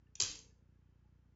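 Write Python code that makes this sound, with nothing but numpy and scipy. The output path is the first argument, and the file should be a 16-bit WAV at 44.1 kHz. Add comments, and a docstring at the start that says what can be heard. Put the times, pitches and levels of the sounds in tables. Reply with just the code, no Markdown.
"""Plastic clothes pegs drop onto a heap of pegs on a sofa, a metre from a small camera microphone.
They clack and rattle as gritty contacts ring their modes; damped low sines make the cushion thud.
The living room answers with a bright tail of decaying noise bands, and low resonances murmur on.
Underneath lie a faint buzz of filtered pulses at the camera's frame rate, steady noise hiss,
whines of narrow-band noise and a few faint rings."""
import sys
import numpy as np
from scipy import signal
from scipy.io import wavfile

SR = 44100
rng = np.random.default_rng(int(sys.argv[2]) if len(sys.argv) > 2 else 0)


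def unload_audio(sound):
    """Save the sound as a 16-bit wav file, at the path given as the first command line argument."""
    columns = np.transpose(np.atleast_2d(sound))
    # keep every value between -1 and 1, then stretch to whole-number steps
    steps = np.round(np.clip(columns, -1, 1) * 32767)
    wavfile.write(sys.argv[1], SR, steps.astype(np.int16))


N = 59535


def undb(db):
    """Decibels express an amplitude ratio as 20 times its logarithm."""
    return 10 ** (np.asarray(db) / 20)


def level(x, db):
    """The RMS amplitude is scaled to a level in dB."""
    return x * undb(db) / np.sqrt(np.mean(x ** 2))


def on_log(hz, table):
    """A table of frequency and value is interpolated along log frequency, as hearing spaces pitch."""
    table = np.array(table)
    return np.interp(np.log(hz), np.log(table[:, 0]), table[:, 1])


def fade(t, t60_s):
    """Exponential decay: the amplitude falls by 60 dB in each t60."""
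    return np.exp(-np.log(1000) * t / t60_s)


def rise(t, rise_ms):
    """Exponential build-up towards full amplitude, with a time constant in ms."""
    return 1 - np.exp(-t * 1000 / rise_ms)


def add(out, at_s, x):
    """Superposition: sound pressures sum, here from a start time onwards."""
    i = int(at_s * SR)
    out[i:i + len(x)] += x[:len(out) - i]


def band(hz, size):
    """Band-limited noise: half an octave about a centre frequency, at unit RMS."""
    edges_hz = [hz / 2 ** (1 / 4), hz * 2 ** (1 / 4)]
    sos = signal.butter(2, edges_hz, "bandpass", fs=SR, output="sos")
    settle = 8192  # samples dropped while the filter settles
    return level(signal.sosfilt(sos, rng.standard_normal(size + settle))[settle:], 0)


BUZZ_HZ, BUZZ_DB, BUZZ_START_S = 30, -67, .0236
BUZZ_JITTER_MS, BUZZ_SCATTER_DB = 0.32, 0.98  # chance in each pulse's timing and level
BUZZ_DECAY_MS, BUZZ_LOW_HZ, BUZZ_HIGH_HZ = 2.4, 50, 150


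def buzz():
    """Pulse train: a soft pulse leaks in once a frame; the steep bass cut smears it into a wobble."""
    lead_s = 1  # room ahead of the scene for the filters to settle
    count = int(N / SR * BUZZ_HZ) + 9
    chance, out = rng.standard_normal((count, 2)), np.zeros(N + 2 * SR)
    pulse = np.exp(-np.arange(SR // 50) / SR * 1000 / BUZZ_DECAY_MS)
    for k in range(count):
        jitter_s = BUZZ_JITTER_MS * chance[k, 0] / 1000
        at_s = lead_s + BUZZ_START_S + (k - 8) / BUZZ_HZ + jitter_s
        add(out, at_s, pulse * undb(BUZZ_SCATTER_DB * chance[k, 1]))
    out = signal.sosfilt(signal.butter(2, BUZZ_HIGH_HZ, fs=SR, output="sos"), out)
    out = signal.sosfilt(signal.butter(6, BUZZ_LOW_HZ, "high", fs=SR, output="sos"), out)
    return level(out[lead_s * SR:lead_s * SR + N], BUZZ_DB)


# Spectrum of the hiss. Each row: frequency in Hz, relative density in dB per Hz.
HISS = [(20, -4), (45, -1.5), (100, -1), (200, -2.5), (450, -11.5), (650, -22.5), (850, -18.5),
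        (1100, -17.5), (1700, -19), (2300, -28.5), (3100, -24.5), (4000, -32.5), (6500, -30.5),
        (7600, -33.5)]
HISS_DB = -78.5


def hiss():
    """Shaped noise: half-octave bands of steady room and circuit noise, wider bands carrying more power."""
    out = np.zeros(N)
    for hz in 30 * 2 ** (np.arange(17) / 2):
        density = undb(on_log(hz, HISS))
        out += density * np.sqrt(hz) * band(hz, N)  # bandwidth grows with hz
    return level(out, HISS_DB)


# Narrow steady bands in the hiss. Each row: frequency in Hz, width in Hz, level in dB.
WHINES = [(860, 70, -98), (1680, 120, -101), (2613, 25, -106), (3151, 8, -106), (4850, 6, -114)]


def whines():
    """Resonant filtering: noise through a narrow peak becomes a faint, breathy, steady whine."""
    out = np.zeros(N)
    for hz, width_hz, db in WHINES:
        b, a = signal.iirpeak(hz, hz / width_hz, fs=SR)
        out += level(signal.lfilter(b, a, rng.standard_normal(N)), db)
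    return out


def damped_modes(table):
    """Damped oscillation: each row sounds one decaying sine with a soft rise."""
    out, t = np.zeros(N), np.arange(SR // 2) / SR
    for at_s, db, hz, t60_ms in table:
        envelope = rise(t, 2.3) * fade(t, t60_ms / 1000)
        add(out, at_s, -undb(db) * envelope * np.sin(2 * np.pi * hz * t))
    return out


# Faint rings somewhere in the room.
# Each row: start in seconds, amplitude before rise and decay in dB, frequency in Hz, t60 in ms.
RINGS = [(.068, -74, 1770, 85), (.068, -64, 2793, 16), (.07, -79, 432.8, 540), (.505, -75.5, 1730, 80),
         (.755, -78, 1655, 60), (1.045, -76.5, 847, 180)]


def faint_rings():
    """Free vibration: each ring is a single damped mode."""
    return damped_modes(RINGS)


# Peg-on-peg clacks. Each row: start in seconds, RMS level in dB if packed into the rattle length,
# pitch of the favoured ring in Hz, rattle length in ms, weight of the low modes in dB.
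CLACKS = [(0.1527, -57.5, 2565, 1.4, -19.5), (.1535, -54, 3350, 2.0, -21), (0.1531, -47, 7000, 2.5, -19.5),
          (0.154, -48, 5900, 2.3, -22.5), (0.2006, -22, 7100, 0.69, -9.5), (0.2027, -20.5, 4700, 1.2, -3),
          (0.2045, -24, 6300, .6, 1.5), (0.2065, -37, 6500, 1.7, 1), (.2120, -27.5, 6600, 1.3, 6),
          (.2140, -29, 4500, 1.2, 7.5), (0.2152, -33, 6800, 1.0, -1), (0.222, -20.5, 6900, .9, 8),
          (.2300, -35, 5500, 1.1, -4.5), (0.2355, -24.5, 6200, 0.54, -6), (0.2399, -40, 5000, 1.9, -3),
          (.2470, -36.5, 3300, 0.96, -9.5), (0.314, -41, 6300, 1.3, -25), (0.3549, -46.5, 4800, 2, 2),
          (0.3888, -51, 6250, 3, -4.5), (0.393, -70, 6200, 0.84, -14.5)]
# Modes of a peg. Each row: frequency in Hz, relative level in dB, t60 in ms.
PEG = [(850, -46.5, 16.1), (1270, -21, 11.4), (1578.5, -17.5, 16), (2200, -28, 14), (2790, -11, 11),
       (3557, -7.5, 4.9), (4150, -5.5, 6.8), (4753, -2.5, 8), (5750, 2.5, 4), (6320, -4, 24),
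       (6610, 1, 2.5), (6835, -2.5, 4.1)]
FAVOUR_DB, FAVOUR_OCT = 9, .18  # lift of the modes near a clack's pitch, and its reach in octaves
SCATTER_DB, DETUNE = 2, 0.025  # chance in each mode's level and, as a fraction, its frequency
LOW_MODES_HZ = 2400


def pegs():
    """Modal excitation: a brief gritty contact rings the peg's modes, favouring those near its pitch."""
    out, t = np.zeros(N), np.arange(SR // 20) / SR
    hz, db, t60_ms = np.array(PEG).T[:, :, None]
    for at_s, level_db, pitch_hz, rattle_ms, low_db in CLACKS:
        level_chance, pitch_chance = rng.standard_normal((2, len(PEG), 1))
        octaves_off = np.log2(hz / pitch_hz)
        favour_db = FAVOUR_DB * np.exp(-(octaves_off / FAVOUR_OCT) ** 2)
        size = undb(db + favour_db + SCATTER_DB * level_chance + low_db * (hz < LOW_MODES_HZ))

        envelope = fade(t, t60_ms / 1000) * (1 - fade(t, 0.0014))
        rings = envelope * np.sin(2 * np.pi * hz * (1 + DETUNE * pitch_chance) * t)
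        contact = rng.standard_normal(len(t)) * t * np.exp(-2000 * t / rattle_ms)
        each = signal.fftconvolve(contact[None], rings)[:, :len(t)]
        each = each / np.sqrt(np.sum(each ** 2, axis=1, keepdims=True))  # equal energy per mode
        clack = (size * each).sum(0)
        share = rattle_ms / 1000 * SR / len(t)  # a longer rattle carries more energy
        add(out, at_s, level(clack, level_db) * np.sqrt(share))
    return out


# Colour of the room's tail. Each row: frequency in Hz, relative density in dB per Hz.
ROOM = [(250, -0.5), (480, -2), (700, -7.5), (1300, 5), (2500, 1), (4000, 2), (5200, -11.5), (7400, -5.5)]
# Ring time of the room before the extra fade. Each row: frequency in Hz, t60 in seconds.
ROOM_T60 = [(300, 0.8), (1000, 0.38), (3000, 0.63), (5000, 0.63), (7200, 0.52)]
ROOM_DB, ROOM_DELAY_MS, ROOM_RISE_MS = -6, 3, 2.7
FADE_DB_PER_S3 = 901.5  # extra fade with time cubed: the tail falls ever faster


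def room(dry):
    """Reverberation: dense echoes build up over a few milliseconds and die away band by band."""
    t = np.arange(SR // 2) / SR
    tail = np.zeros(len(t))
    for hz in 200 * 2 ** (np.arange(12) / 2):
        noise = undb(on_log(hz, ROOM)) * np.sqrt(hz) * band(hz, len(t))
        tail += noise * fade(t, on_log(hz, ROOM_T60))
    tail = tail * rise(t, ROOM_RISE_MS) * undb(-FADE_DB_PER_S3 * t ** 3)
    tail = undb(ROOM_DB) * tail / np.sqrt(np.sum(tail ** 2))  # energy of the whole tail
    out = np.zeros(N)
    add(out, ROOM_DELAY_MS / 1000, signal.fftconvolve(dry, tail))
    return out


# Low resonances of sofa and room.
# Each row: frequency in Hz, width in Hz, RMS level before rise and decay in dB, t60 in seconds.
MURMUR = [(42, 24, -61, .9), (110, 77, -61.5, 1), (280, 100, -63, 0.89), (462, 111, -61, 0.92),
          (910, 270, -60.5, 0.55)]
MURMUR_START_S, MURMUR_RISE_MS = 0.19, 23


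def murmur():
    """Resonance: noise in a few broad low bands swells with the drop and fades for half a second."""
    out, t = np.zeros(N), np.arange(SR // 2) / SR
    for hz, width_hz, db, t60_s in MURMUR:
        edges_hz = [hz - width_hz / 2, hz + width_hz / 2]
        sos = signal.butter(2, edges_hz, "bandpass", fs=SR, output="sos")
        noise = level(signal.sosfilt(sos, rng.standard_normal(len(t))), db)
        add(out, MURMUR_START_S, noise * rise(t, MURMUR_RISE_MS) * fade(t, t60_s))
    return out


# Dull knocks in cushion and frame.
# Each row: start in seconds, amplitude before rise and decay in dB, frequency in Hz, t60 in ms.
THUDS = [(.201, -48.5, 378.4, 140), (.2250, -43.5, 97, 150), (.236, -56, 180, 60), (.262, -60.5, 42.7, 650),
         (.292, -60, 301.7, 390), (.30, -51.5, 48, 120), (.405, -75.5, 42, 92)]


def thuds():
    """Impulse response: each knock sets off a single damped mode."""
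    return damped_modes(THUDS)


def scene():
    """Superposition: all sources and the room's answer to the pegs sum, alike in both channels."""
    struck = pegs()
    background = buzz() + hiss() + whines() + faint_rings()
    mono = background + struck + room(struck) + murmur() + thuds()
    return np.array([mono, mono])


BAND_HZ, TOP_HZ = 7500, 8716


def record(dry):
    """Band limiting: a speech-band microphone cuts sharply and symmetrically, then the top is removed."""
    taps = signal.firwin(301, BAND_HZ, window=("kaiser", 3.2), fs=SR)
    x = signal.fftconvolve(dry, taps[None], mode="same")
    return signal.sosfilt(signal.ellip(8, .2, 70, TOP_HZ, fs=SR, output="sos"), x)


dry = scene()
out = record(dry)
unload_audio(out)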